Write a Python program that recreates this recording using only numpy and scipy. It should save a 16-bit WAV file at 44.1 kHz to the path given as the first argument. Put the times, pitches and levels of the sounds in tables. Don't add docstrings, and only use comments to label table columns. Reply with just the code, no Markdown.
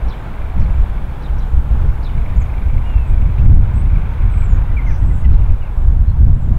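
import sys
import numpy as np
from scipy import signal
from scipy.fft import rfft, irfft
from scipy.io import wavfile
from scipy.ndimage import uniform_filter1d, minimum_filter1d

SR = 44100
rng = np.random.default_rng(int(sys.argv[2]) if len(sys.argv) > 2 else 0)


def generate_wav(sig):
    pcm = np.round(np.clip(np.atleast_2d(sig).T, -1, 1) * 32767).astype(np.int16)
    wavfile.write(sys.argv[1], SR, pcm)


N = 290178
T = np.arange(N) / SR


def gain_of(db):
    return 10 ** (np.asarray(db) / 20)


def evened(x):
    return x / np.sqrt(np.mean(x ** 2) + 1e-20)


def follow(rows, t=T):
    times, *columns = np.transpose(rows)
    return [np.interp(t, times, column) for column in columns]


def add(mix, start_s, sound):
    part = mix[round(start_s * SR):][:len(sound)]
    part += sound[:len(part)]


def noise(spectrum):
    hz, db = np.transpose(spectrum)
    bins_hz = np.fft.rfftfreq(N, 1 / SR)
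    colour = gain_of(np.interp(np.log(bins_hz + 1), np.log(hz), db))
    return evened(irfft(rfft(rng.standard_normal(N)) * colour, N))


def drift(per_s, size=N):
    points = rng.standard_normal(4096)
    return np.interp(np.arange(size) * per_s / SR, np.arange(len(points)), points)


def sine(hz):
    return np.sin(2 * np.pi * np.cumsum(hz) / SR)


def hiss():
    loudness = [(0, -60.5), (2.5, -59.5), (4, -62), (5.1, -61.5), (5.7, -63), (6.58, -64.5)]
    spectrum = [(1000, -8), (4500, -4), (6300, 1.5), (7400, 1.5), (9000, 1.5), (15500, 0.2)]
    return gain_of(follow(loudness)[0]) * noise(spectrum)


def road(traffic_db=3.0, waver_db=0.5):
    traffic_level = [(0, -38.5), (1.8, -39), (3.1, -40.5), (3.7, -40), (4.2, -40), (5.0, -41), (5.6, -41.5),
                     (6.05, -44), (6.58, -43)]
    traffic_spectrum = [(60, -15.5), (200, 4.5), (330, 1), (480, 0), (650, -.5), (900, 1), (1250, -5.5),
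                        (1550, -6.5), (1900, -13), (2800, -18.5), (3600, -21.5), (4300, -29), (5200, -34),
                        (9000, -53)]
    car_level = [(0, -49), (2.8, -53), (3.7, -47), (4.4, -42.5), (5.0, -45.5), (5.6, -54), (6.58, -65.5)]
    car_spectrum = [(400, -22.5), (900, -3.5), (1250, -1.5), (1520, 0), (1800, -11), (2600, -12.5),
                    (5000, -41)]
    traffic = gain_of(follow(traffic_level)[0] + traffic_db) * noise(traffic_spectrum)
    car = gain_of(follow(car_level)[0]) * noise(car_spectrum)
    return gain_of(waver_db * drift(9)) * (traffic + car)


def lens_motor(level_db=-1, steps_per_s=25, first_s=.021, sharpness=5.7, whirr=0.44, uneven_db=3.0):
    loudness = [(0, -50.5), (.55, -48), (1.75, -60.5), (2.25, -45.5), (2.8, -48), (3.5, -51.5), (3.8, -48),
                (4.4, -49.5), (5.0, -63.5), (5.5, -53.5), (5.9, -66), (6.58, -63)]
    barrel_ring = [(900, -31), (1800, -10.5), (2100, 5.5), (2350, 6.5), (2600, -1), (2900, -12),
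                   (3500, -9.5), (4600, -30), (8000, -44.5)]
    steps = np.exp(sharpness * (np.cos(2 * np.pi * steps_per_s * (T - first_s)) - 1))
    drive = evened(whirr + steps * gain_of(uneven_db * drift(steps_per_s)))
    return gain_of(follow(loudness)[0] + level_db) * drive * noise(barrel_ring)


def body_creaks(rise_s=0.0028, decay_s=0.022):
    creaks = [(3.38, -40.5), (5.245, -41.5)]
    body_ring = [(800, -21), (2200, 0.5), (2700, 9.5), (3400, -6), (5400, -16.5), (7000, -34), (12000, -41)]
    t = np.arange(SR // 5) / SR
    shape = (1 - np.exp(-t / rise_s)) * np.exp(-t / decay_s)
    strength = np.zeros(N)
    for start_s, db in creaks:
        add(strength, start_s, gain_of(db) * shape)
    return strength * noise(body_ring)


def echoes(sound, fade_s):
    t = np.arange(SR // 2) / SR
    bounces = rng.standard_normal(len(t)) * (rng.random(len(t)) < .05)
    bounces *= gain_of(-60 * t / fade_s)
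    return signal.fftconvolve(sound, evened(bounces) / np.sqrt(len(t)))[:N]


def raspy_note(length_s, start_hz, end_hz, db, arch=0.039, rasp=0.065):
    progress = np.linspace(0, 1, round(length_s * SR))
    glide_hz = start_hz + (end_hz - start_hz) * progress
    hz = glide_hz * (1 - arch * (2 * progress - 1) ** 2 + rasp * drift(900, len(progress)))
    return np.sqrt(2) * gain_of(db) * signal.windows.tukey(len(hz), .6) * sine(hz)


def far_birds():
    notes = [(.14, .14, 7600, 6900, -70), (.65, 0.19, 7800, 6900, -70), (0.728, 0.59, 3440, 3320, -63),
             (1.38, 0.18, 7660, 6900, -71), (1.725, .26, 5270, 5600, -71), (2.66, .32, 7650, 7100, -72),
             (4.07, 0.09, 6500, 6000, -68), (4.652, 0.086, 1935, 2100, -49),
             (5.228, 0.34, 2754, 2716, -58.5), (5.59, 0.11, 2370, 1984, -52.5)]
    calls = np.zeros(N)
    for start_s, *note in notes:
        add(calls, start_s, raspy_note(*note, arch=0.0091, rasp=0.04))
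    return echoes(calls, fade_s=0.32)


def whistle(hz, db, flicker_db=1.5):
    level = gain_of(db + flicker_db * drift(90, len(hz)))
    return np.sqrt(2) * level * sine(hz) * signal.windows.tukey(len(hz), .06)


def phrase(curve, waver=0.0057):
    t = np.arange(curve[0][0], curve[-1][0], 1 / SR)
    hz, db = follow(curve, t)
    return whistle(hz * (1 + waver * drift(69, len(t))), db)


def buzz(length_s, start_hz, end_hz, db, trill_hz=175, depth_hz=180, rasp_hz=60, ends_db=-7):
    size = round(length_s * SR)
    progress = np.linspace(0, 1, size)
    trill = sine(trill_hz * (1 + .28 * drift(130, size)))
    trill *= gain_of(5 * drift(35, size))
    glide_hz = start_hz + (end_hz - start_hz) * progress ** 1.5 + 100 * drift(45, size)
    level_db = db + ends_db * (2 * progress - 1) ** 2 + 2.5 * drift(50, size)
    return whistle(glide_hz + depth_hz * trill + rasp_hz * drift(200, size), level_db)


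def warble(length_s, start_hz, top_hz, db, climb_s=0.027, swings_per_s=26, depth_hz=100, rasp_hz=45):
    t = np.arange(0, length_s, 1 / SR)
    climb_hz = top_hz + (start_hz - top_hz) * np.exp(-t / climb_s)
    swing_hz = depth_hz * np.cos(2 * np.pi * swings_per_s * t)
    level_db = db - 9 * (1 - t / length_s) ** 2
    return whistle(climb_hz - swing_hz + rasp_hz * drift(400, len(t)), level_db)


def peep(length_s, hz, db, rise=0.034, ends_db=-10):
    from_middle = np.linspace(-1, 1, round(length_s * SR))
    return whistle(hz * (1 + rise * from_middle / 2), db + ends_db * from_middle ** 2)


def yelp(length_s, start_hz, end_hz, db, rasp=.015, fade_db=1.8):
    progress = np.linspace(0, 1, round(length_s * SR))
    glide_hz = start_hz + (end_hz - start_hz) * progress ** 1.5
    hz = glide_hz * (1 + rasp * drift(560, len(progress)))
    level = gain_of(db - fade_db * progress) * signal.windows.tukey(len(hz), .45)
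    return np.sqrt(2) * level * sine(hz)


def clear_calls():
    mew = [(2.825, 2620, -61), (2.858, 2850, -47.5), (2.915, 2830, -52.5), (2.975, 2680, -45.5),
           (3.06, 2590, -56), (3.11, 2440, -53), (3.21, 2290, -58), (3.3, 2170, -54)]
    twitter = [(2.357, 6000, -66), (2.369, 7200, -55), (2.388, 5800, -72), (2.4, 7900, -59),
               (2.411, 7500, -53), (2.426, 6200, -53), (2.44, 7700, -61)]
    buzzes = [(4.295, 0.28, 8200, 6630, -55.5), (4.973, .265, 7950, 6800, -62.5),
              (5.697, .27, 7950, 6580, -69), (6.33, 0.26, 7760, 6740, -66)]
    warbles = [(3.06, 0.052, 7250, 8400, -59), (3.735, 0.082, 7100, 8260, -53),
               (5.047, .175, 7980, 8500, -60)]
    peeps = [(.872, 0.04, 4440, -64), (1.078, .07, 4380, -67), (6.065, 0.059, 4190, -58)]
    yelps = [(2.3, .049, 1880, 1770, -48), (3.955, 0.018, 2430, 2020, -37.5), (4.206, .04, 2360, 1800, -45),
             (4.418, .025, 2390, 2240, -39), (4.763, 0.046, 2390, 1945, -31),
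             (4.815, 0.028, 2450, 1970, -43), (4.862, .031, 2190, 1910, -34),
             (4.893, .036, 1855, 1470, -41), (4.905, 0.0365, 2420, 1890, -41.5),
             (5.018, 0.029, 1910, 1900, -46), (5.102, .022, 2060, 1950, -44.5),
             (5.237, 0.034, 2070, 1860, -39.5), (5.612, 0.037, 2950, 2370, -49),
             (5.644, 0.04, 2850, 2280, -51)]
    calls = np.zeros(N)
    for curve in (mew, twitter):
        add(calls, curve[0][0], phrase(curve))
    for voice, notes in ((buzz, buzzes), (warble, warbles), (peep, peeps), (yelp, yelps)):
        for start_s, *note in notes:
            add(calls, start_s, voice(*note))
    return calls


def chirps(tick_s=0.027, tick_hz=5600):
    entries = [(0.077, 0.98, -46.5, -55), (.592, 1.13, -58, -57), (1.213, .99, -49, -66),
               (1.378, 1.02, -55, -55), (2.021, .99, -45.5, -70), (5.305, 1, -58, -73.5)]
    flicks = [(.005, 0.015, 4040, 4450, -3), (0.018, .012, 5100, 4700, -4), (.023, 0.019, 4060, 3850, 2),
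              (0.04, .022, 3840, 3500, 3), (.067, .016, 3230, 3000, -2)]
    calls = np.zeros(N)
    for start_s, pitch, db, tick_db in entries:
        add(calls, start_s, raspy_note(tick_s, tick_hz, tick_hz, tick_db))
        for delay_s, length_s, start_hz, end_hz, added_db in flicks:
            flick = raspy_note(length_s, pitch * start_hz, pitch * end_hz, db + added_db)
            add(calls, start_s + delay_s, flick)
    return calls


def rattle(length_s=.14, db=-52, sweeps_per_s=120, sag_hz_per_s=2800, ends_db=-13, flicker_db=3):
    t = np.arange(0, length_s, 1 / SR)
    off_centre = (2 * t / length_s - 1) ** 2
    top_hz = 6600 - sag_hz_per_s * t
    span_hz = 2100 * (1 - .55 * off_centre)
    pace = sweeps_per_s * (1 + 0.18 * drift(70, len(t)))
    sweep = np.cumsum(pace) / SR % 1
    hz = top_hz - span_hz * (1 - sweep) ** 2 + 200 * drift(900, len(t))
    level = gain_of(db + ends_db * off_centre + flicker_db * drift(180, len(t)))
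    pulses = np.sqrt(np.sin(np.pi * sweep))
    return np.sqrt(2) * level * pulses * sine(hz)


def birds():
    clear = clear_calls()
    in_trees = chirps()
    add(in_trees, start_s=4.855, sound=rattle())
    direct = gain_of(-1) * clear + gain_of(-1.5) * in_trees
    clear_echo = gain_of(-12) * echoes(clear, fade_s=.25)
    tree_echo = gain_of(-8.5) * echoes(in_trees, fade_s=0.61)
    return direct + clear_echo + tree_echo


def eddies(spectrum, smooth_samples=2600):
    pressure = noise(spectrum)
    power = uniform_filter1d(pressure ** 2, smooth_samples)
    power = uniform_filter1d(power, smooth_samples)
    return evened(pressure / np.sqrt(power + 1e-6))


def gust(length_s, rise_s=0.023, fall_s=0.027):
    t = np.arange(0, length_s + 6 * fall_s, 1 / SR)
    return np.minimum(t / rise_s, 1) * np.exp(-np.maximum(t - length_s, 0) / fall_s)


def wind_levels():
    breeze = [(.15, -25, -31.5), (.3, -22, -29.5), (.48, -16, -35.5), (.9, -15, -29), (1.2, -21, -29.5),
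              (2.0, -16, -30), (2.5, -15.5, -28), (3.0, -13.5, -30.5), (3.7, -14, -22.5), (4.1, -17, -30.5),
              (5.1, -12.5, -27.5), (5.68, -16.5, -33), (6.3, -14.5, -19), (6.58, -12.5, -22)]
    gusts = [(0.016, 0.071, -12.5, -44), (0.547, 0.063, -6, -17.5), (0.644, 0.067, -11, -22),
             (0.761, .06, -8, -38), (1.283, 0.16, -13, -44), (1.51, 0.079, -7, -26),
             (1.692, 0.21, -9.5, -22.5), (2.138, 0.093, -13, -26), (2.355, 0.036, -5.5, -20.5),
             (2.65, 0.02, -7.5, -30), (2.711, 0.062, -8.5, -19), (2.946, 0.025, -5.5, -44),
             (3.075, 0.22, -10.5, -20), (3.374, 0.099, -8.5, -18), (3.44, 0.085, -3.5, -14.5),
             (3.525, 0.094, -4, -18.5), (3.802, .2, -9.5, -22.5), (4.191, 0.091, -9.5, -22),
             (4.335, 0.14, -12, -25), (4.49, 0.085, -6.5, -20), (4.688, 0.056, -11, -33),
             (4.842, 0.083, -9, -25), (5, 0.14, -11.5, -18.5), (5.24, 0.12, -5, -19),
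             (5.371, .16, -8.5, -23), (5.76, 0.33, -9, -25.5), (6.178, .15, -5.5, -19.5),
             (6.48, 0.053, -11, -21)]
    push_power, flutter_power = (gain_of(db) ** 2 for db in follow(breeze))
    for start_s, length_s, push_db, flutter_db in gusts:
        add(push_power, start_s, (gain_of(push_db) * gust(length_s)) ** 2)
        add(flutter_power, start_s, (gain_of(flutter_db) * gust(length_s)) ** 2)
    return 10 * np.log10([push_power, flutter_power])


def wind(surge=0.36, surge_from_db=-7, lumps_db=1.0, flutter_lumps_db=1.9):
    large_swirls = [(5, -11), (14, -2.5), (25, -1), (43, -2.5), (62, -3), (85, -18.5), (120, -28.5),
                    (170, -50), (300, -64.5), (700, -100)]
    middling_swirls = [(35, -17), (60, 0.5), (82, 8.5), (105, 0.5), (135, -14.5), (200, -30), (500, -81.5)]
    small_swirls = [(50, -28.5), (85, -8.5), (120, 2), (160, -6), (200, -11.5), (280, -20), (400, -31),
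                    (700, -39), (1500, -57.5), (5000, -85)]
    # t/s, level/dB against the large ones
    middling_level = [(0, -17), (.7, -9.5), (1.2, -17.5), (2.4, -12), (3.0, -11), (3.6, -4.5), (4.4, -7),
                      (5.2, -7), (5.7, -9), (6.25, -4.5), (6.58, -8)]
    push_db, flutter_db = wind_levels()
    rumble = eddies(large_swirls) + gain_of(follow(middling_level)[0]) * eddies(middling_swirls)
    flutter = gain_of(flutter_lumps_db * drift(30)) * eddies(small_swirls)
    pressure = gain_of(push_db - 1) * rumble + gain_of(flutter_db - 1.5) * flutter
    surge_db = surge * np.maximum(push_db - surge_from_db, 0)
    return pressure * gain_of(surge_db + lumps_db * drift(22))


def scene():
    return (wind() + road() + lens_motor() + body_creaks() + birds() + far_birds() + hiss())[None]


def record(dry, release_db_per_s=130, cutoff_hz=15750):
    over_db = 20 * np.log10(np.maximum(abs(dry[0]), 1))
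    release_db = T * release_db_per_s
    duck_db = np.maximum.accumulate(over_db + release_db) - release_db
    held_gain = minimum_filter1d(gain_of(-duck_db), size=90)
    smooth_gain = uniform_filter1d(held_gain, size=90)
    treble_cut = signal.firwin(511, cutoff_hz, window=("kaiser", 9), fs=SR)
    return signal.oaconvolve(dry * smooth_gain, treble_cut[None], "same")


dry = scene()
out = record(dry)
generate_wav(out)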